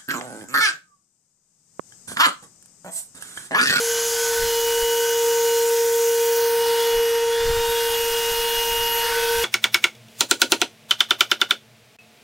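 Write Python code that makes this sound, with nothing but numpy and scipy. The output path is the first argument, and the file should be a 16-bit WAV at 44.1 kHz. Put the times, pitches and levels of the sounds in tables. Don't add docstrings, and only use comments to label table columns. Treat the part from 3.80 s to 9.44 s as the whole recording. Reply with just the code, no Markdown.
import sys
import numpy as np
from scipy import signal
from scipy.io import wavfile
from scipy.ndimage import uniform_filter1d

SR = 44100
rng = np.random.default_rng(int(sys.argv[2]) if len(sys.argv) > 2 else 0)


def transcribe(u):
    v = np.clip(np.atleast_2d(u).T, -1, 1)
    q = np.round(v * 32767).astype(np.int16)
    wavfile.write(sys.argv[1], SR, q)


N = 248724


def gain_of(db):
    return 10 ** (np.asarray(db) / 20)


def evened(x):
    return x / np.sqrt(np.mean(x ** 2) + 1e-20)


def read(points, hz):
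    f, value = np.transpose(points)
    return np.interp(np.log(hz + 1), np.log(f + 1), value, left=-120, right=-120)


def follow(rows, t):
    s, *columns = np.transpose(rows)
    return [np.interp(t, s, c) for c in columns]


def drift(rate_hz):
    t = np.arange(0, N / SR + .01, .002)
    slow = 0
    for f in rate_hz * np.geomspace(.05, 1, num=16):
        slow = slow + np.sin(2 * np.pi * (f * t + rng.random())) / np.sqrt(f)
    return np.interp(np.arange(N) / SR, t, evened(slow))


def tone(hz, db, width_hz=0., waver_db=0., waver_hz=8.):
    turns = np.cumsum(hz + width_hz * drift(30.)) / SR + rng.random()
    level = gain_of(db + waver_db * drift(waver_hz))
    return np.sqrt(2) * level * np.sin(2 * np.pi * turns)


def rumble(hz):
    r = np.exp(-2 * np.pi * hz / SR)
    once = signal.lfilter([1], [1, -r], rng.standard_normal(N))
    return evened(signal.lfilter([1], [1, -r], once))


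# time_s, aim (near 1 nozzle side, near -1 motor side), stream_swell_db, top_octave_db (before the air's lift)
POSE = [(0, 0.95, 3, -40), (.4, .75, 4.5, -38), (.7, 0.37, 3.5, -37), (.85, 0.39, 1, -35),
        (1.7, 0.37, 0, -36), (2.15, 0.44, -2, -36), (2.5, 0.24, -0.5, -34.5), (2.58, 0.29, 0.5, -31),
        (2.75, -0.33, -1, -34.5), (2.9, -.5, 2.5, -38), (3.15, -0.79, -0.5, -40), (3.45, -0.68, -3.5, -47),
        (3.7, -1.14, -0.5, -42), (3.95, -0.43, 1, -38), (4.8, -0.48, 1.5, -35), (5.1, -.6, 1.5, -36),
        (5.3, -0.71, 3, -38), (5.64, -0.45, 2.5, -36)]
# time_s, hum_db, octave_db
HUM = [(0.0, -24.5, -43), (0.3, -27.5, -41), (0.52, -24.5, -35.5), (1.13, -21.5, -32.5),
       (1.3, -22.5, -35.5), (1.48, -20, -32), (2.32, -19.5, -36), (2.97, -21, -29), (3.24, -19.5, -36),
       (3.3, -20.5, -42), (3.36, -21.5, -32), (3.69, -21.5, -35.5), (3.83, -23, -30), (4.23, -25, -34.5),
       (5.28, -30.5, -28.5), (5.37, -25.5, -32), (5.59, -22.5, -30.5), (5.64, -27, -37)]
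# level_db at zero aim and swell, tilt_db per unit of aim
TURNING = [(-47.5, -4.5), (-49, -9), (-51.5, -9.5), (-44, 2.5)]
# start_s, length_s, level_db
BUZZES = [(0.035, 0.12, -39.5), (0.355, 0.17, -36.5), (0.553, 0.13, -34), (0.888, 0.15, -39),
          (1.19, 0.153, -35), (1.525, 0.22, -36.5), (2.29, 0.25, -40.5), (3.402, .13, -39),
          (3.845, 0.31, -38), (5.31, .3, -32.5)]
# multiple of the hum pitch, level_db at zero swell
HUM_ORDERS = [(1.5, -59.5), (5, -60), (7, -49), (8, -54), (9, -47.5), (10, -56), (11, -48.5), (18, -50),
              (27, -65)]
# time_s, level_db
BEAT = [(0, -46), (1, -47), (2.7, -48), (3.2, -39), (3.9, -50), (4.2, -45), (4.5, -39), (4.8, -46),
        (5.3, -37), (5.64, -41)]
# pitch_hz, width_hz (four times the rms tremble), level_db
TONES = [(102.6, 5.4, -62), (1040, 4.8, -88), (1120, 6.9, -63), (1236, 2.8, -55), (1565, 3.1, -50),
         (1695, 7.9, -67), (1782, 4.9, -62), (2016, 7.5, -50), (2026, 8.5, -57), (2470, 11, -49.5),
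         (3576, 11, -55), (4460, 13, -61), (4920, 9.2, -49.5), (5420, 15.2, -51), (5680, 23, -48),
         (6180, 6.7, -49), (7600, 12, -53)]
HUM_HZ, BEAT_HZ = 463.9, 476
BUZZ_HZ, BUZZ_PAIR_HZ, WHINE_HZ = 1502, 1549, 3358
BUZZ_EDGE_S = 0.014


def motor():
    t = np.arange(N) / SR
    aim, swell_db, _ = follow(POSE, t)
    hum_db, octave_db = follow(HUM, t)
    third_db, fourth_db, whine_db, buzz_db = (db + tilt_db * aim for db, tilt_db in TURNING)
    third_db = third_db + 0.96 * swell_db
    fourth_db = fourth_db + 0.22 * swell_db

    hz = HUM_HZ + 0.3 * drift(12.)
    out = tone(hz, hum_db) * (1 + 0.056 * rumble(30.0))
    out += tone(2 * hz, octave_db) * (1 + 0.091 * rumble(33.0))
    out += tone(3 * hz, third_db, waver_db=0.5)
    out += tone(4 * hz, fourth_db, waver_db=1.5)

    flares = 0
    for start, length, db in BUZZES:
        edge_distance = np.minimum(t - start, start + length - t)
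        flares = flares + gain_of(db) * np.clip(edge_distance / BUZZ_EDGE_S, 0, 1)
    buzz = tone(BUZZ_HZ, 0, width_hz=1.7, waver_db=2.5, waver_hz=24.87)
    buzz += tone(BUZZ_PAIR_HZ, -8.5, width_hz=2.2, waver_db=5.5, waver_hz=2.93)
    out += np.maximum(flares, gain_of(buzz_db)) * buzz

    out += tone(WHINE_HZ, whine_db, width_hz=6.0, waver_db=6.0, waver_hz=25.27)
    for k, db in HUM_ORDERS:
        out += tone(k * hz, db + 0.93 * swell_db, width_hz=1.4, waver_db=2.5, waver_hz=15.0)
    out += tone(BEAT_HZ, *follow(BEAT, t), width_hz=3.9, waver_db=0.5, waver_hz=4.2)
    for f, width_hz, db in TONES:
        out += tone(f, db, width_hz=0.25 * width_hz, waver_db=1.5, waver_hz=15.)
    return out


# time_s, blade_db, others_db (reference for most upper multiples and shaft orders)
FAN = [(0, -43, -60), (.17, -34.5, -58), (.4, -45.5, -58), (.6, -46, -62), (.7, -33.5, -62),
       (1.05, -31.5, -60), (1.36, -33.5, -58), (1.46, -42, -56), (1.51, -33, -54), (1.63, -43, -58),
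       (1.7, -33.5, -56), (2.08, -53, -60), (2.28, -41, -58), (2.72, -42, -56), (2.83, -35.5, -65),
       (3.15, -33.5, -45), (3.58, -40.5, -55), (3.75, -38, -54), (3.92, -36, -45), (4.15, -32, -44),
       (5.2, -27.5, -39.5), (5.3, -32, -43), (5.45, -43, -40.5), (5.64, -32, -42)]
# time_s, blade_hz
FAN_SPEED = [(0, 2960), (1.3, 2933), (2.3, 2893), (3.1, 2914), (3.6, 2870), (3.9, 2845), (4.15, 2861),
             (5.64, 2870)]


def fan():
    t = np.arange(N) / SR
    aim = follow(POSE, t)[0]
    blade_db, others_db = follow(FAN, t)
    hz = follow(FAN_SPEED, t)[0] + 4.0 * drift(25.)
    out = tone(hz, blade_db) * (1 + 0.12 * rumble(16.0))
    second_db = -44 + .4 * (blade_db + 30) + 3.9 * aim
    out += tone(2 * hz, second_db, waver_db=2.0, waver_hz=18.0)
    fourth = tone(4 * hz, others_db + 1.5, width_hz=25., waver_db=4.5, waver_hz=20.)
    out += fourth * (1 + 0.27 * rumble(190.0))
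    for k, db in ((39 / 10, -4.), (5, -7.)):
        out += tone(k * hz, others_db + db, width_hz=14.4, waver_db=0.5, waver_hz=20.)
    return out + tone(9 / 10 * hz, others_db - 1.0, waver_db=3., waver_hz=20.)


def noise(power, patchy_db, flicker_db):
    a, b, patches = rng.standard_normal((power.shape[1], power.shape[0], 3)).T
    patches = uniform_filter1d(patches, size=14, axis=0)
    patches = evened(uniform_filter1d(patches, size=16, axis=1))
    flicker = evened(uniform_filter1d(a, size=200, axis=0))
    z = (a + 1j * b) * np.sqrt(power) * gain_of(patchy_db * patches + flicker_db * flicker)
    return signal.istft(z * np.sqrt(3 / 8), nperseg=1024, noverlap=768)[1][:N]


# relative_level_db (before the lift), tilt_db per unit of aim, share of the swell
AIR = [(-39, -3, .8), (-38, -1, 1), (-36, 5.5, .4), (-38, 3.5, 0.6)]
# frequency_hz, relative_density_db per Hz
ROAR = [(20, -12), (100, -22), (300, -20), (600, -18), (900, -7), (1200, -13), (1600, -5), (2200, -9),
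        (3000, -10.5), (4000, -25)]
RUSH = [(2500, -20), (3300, -5.5), (4000, -10.5), (5000, -7), (6000, -13.5)]
HISS = [(4800, -22.5), (5800, -4), (6800, -0.5), (7600, -5.5), (8600, -8.5), (9600, -12)]
FIZZ = [(8000, -10), (9200, -8), (10800, -5), (12000, -7), (13000, -11), (14500, -41)]
TOP = [(11000, -38), (12600, -7.5), (13600, -6), (14600, -7.5), (16500, -8.5), (19000, -13)]
# time_s, notch_hz, depth_db (negative is a bump)
NOTCH = [(0, 8650, 8), (1, 9000, 4), (2.42, 9600, 2.5), (2.6, 7900, 8), (2.8, 6800, 4), (3, 7500, 0),
         (3.5, 7650, 1.5), (4, 8700, -2.5), (5.64, 9500, -1.3)]
UPPER_NOTCH_HZ, UPPER_NOTCH_SHARE = 13000, 0.6


def air():
    hz = np.fft.rfftfreq(1024, 1 / SR)
    t = np.arange(N // 256 + 5) * 256 / SR
    aim, swell_db, top_db = follow(POSE, t)
    levels_db = [db + tilt_db * aim + share * swell_db for db, tilt_db, share in AIR] + [top_db]
    power = 0
    for colour, db in zip((ROAR, RUSH, HISS, FIZZ, TOP), levels_db):
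        shape = gain_of(2 * read(colour, hz))
        power = power + np.outer(shape / shape.sum(), gain_of(2 * db))

    notch_hz, depth_db = follow(NOTCH, t)
    rows_hz = hz[:, None]
    dip_db = depth_db * np.exp(-((rows_hz - notch_hz) / 940.0) ** 2)
    dip_db += UPPER_NOTCH_SHARE * depth_db * np.exp(-((rows_hz - UPPER_NOTCH_HZ) / 710.0) ** 2)
    dip_db += 0.56 * depth_db * np.exp(-((rows_hz - 0.387 * notch_hz) / 760.0) ** 2)
    lift = gain_of(8.)
    return lift * noise(power * gain_of(-2 * dip_db), patchy_db=1.3, flicker_db=0.97)


# time_s, level_db
BREEZE = [(0, -61), (.5, -56), (.75, -50), (1, -49), (1.12, -61), (2.9, -65), (3.4, -53), (4.2, -49),
          (5.64, -45)]
# peak_s, level_db, length_s
GUSTS = [(0.636, -31, 0.068), (1.035, -34, 0.039), (3.176, -32, 0.058), (3.697, -23.5, 0.095),
         (3.78, -29, 0.11), (3.892, -32, .04), (4.095, -39, .04), (4.247, -38, 0.045), (4.322, -37, .06),
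         (4.52, -35, 0.043), (4.596, -36.5, 0.077), (4.777, -31, 0.046), (4.914, -34, 0.045),
         (5.015, -33, 0.1), (5.172, -45, .05), (5.585, -32, 0.054)]
GUST_RISE_DB, GUST_FALL_DB = 19, 20


def gusts():
    t = np.arange(N) / SR
    level = gain_of(follow(BREEZE, t)[0])
    for peak, db, length in GUSTS:
        drop_db = np.maximum(GUST_RISE_DB * (peak - t), GUST_FALL_DB * (t - peak)) / length
        level = np.maximum(level, gain_of(db - drop_db))
    swings = rumble(47.0) + (0.043 + 2.2 * level) * rumble(83.0)
    local_rms = np.sqrt(uniform_filter1d(swings ** 2, size=2500))
    return level * swings / local_rms


# start_s, length_s, first_hz, last_hz, level_db (at the top of the swell)
WHISTLES = [(0.798, 1.7, 6700, 7040, -41), (2.9, 0.57, 12000, 12100, -45), (3.498, .65, 3420, 3730, -38.5),
            (3.517, 0.42, 7000, 7460, -46), (3.9, 1.9, 11920, 11800, -47)]
SETTLE = 0.25
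WHISTLE_FADE = 0.42


def whistles():
    out = 0
    for start, length, first_hz, last_hz, db in WHISTLES:
        u = np.clip((np.arange(N) / SR - start) / length, 0, 1)
        hz = last_hz + (first_hz - last_hz) * np.exp(-u / SETTLE)
        swell = abs(np.sin(np.pi * u)) ** WHISTLE_FADE * (u < 1)
        whistle = tone(hz, db, width_hz=12.4, waver_db=1.5, waver_hz=20.)
        out = out + swell * whistle * (1 + 0.2 * rumble(44.0))
    return out


def scene():
    mono = motor() + fan() + air() + gusts() + whistles()
    return np.array([mono, mono])


EDGE_HZ = 15780


def record(dry):
    low_pass = signal.firwin(1023, EDGE_HZ, window=("kaiser", 9), fs=SR)
    return signal.oaconvolve(dry, low_pass[None], "same")


dry = scene()
out = record(dry)
transcribe(out)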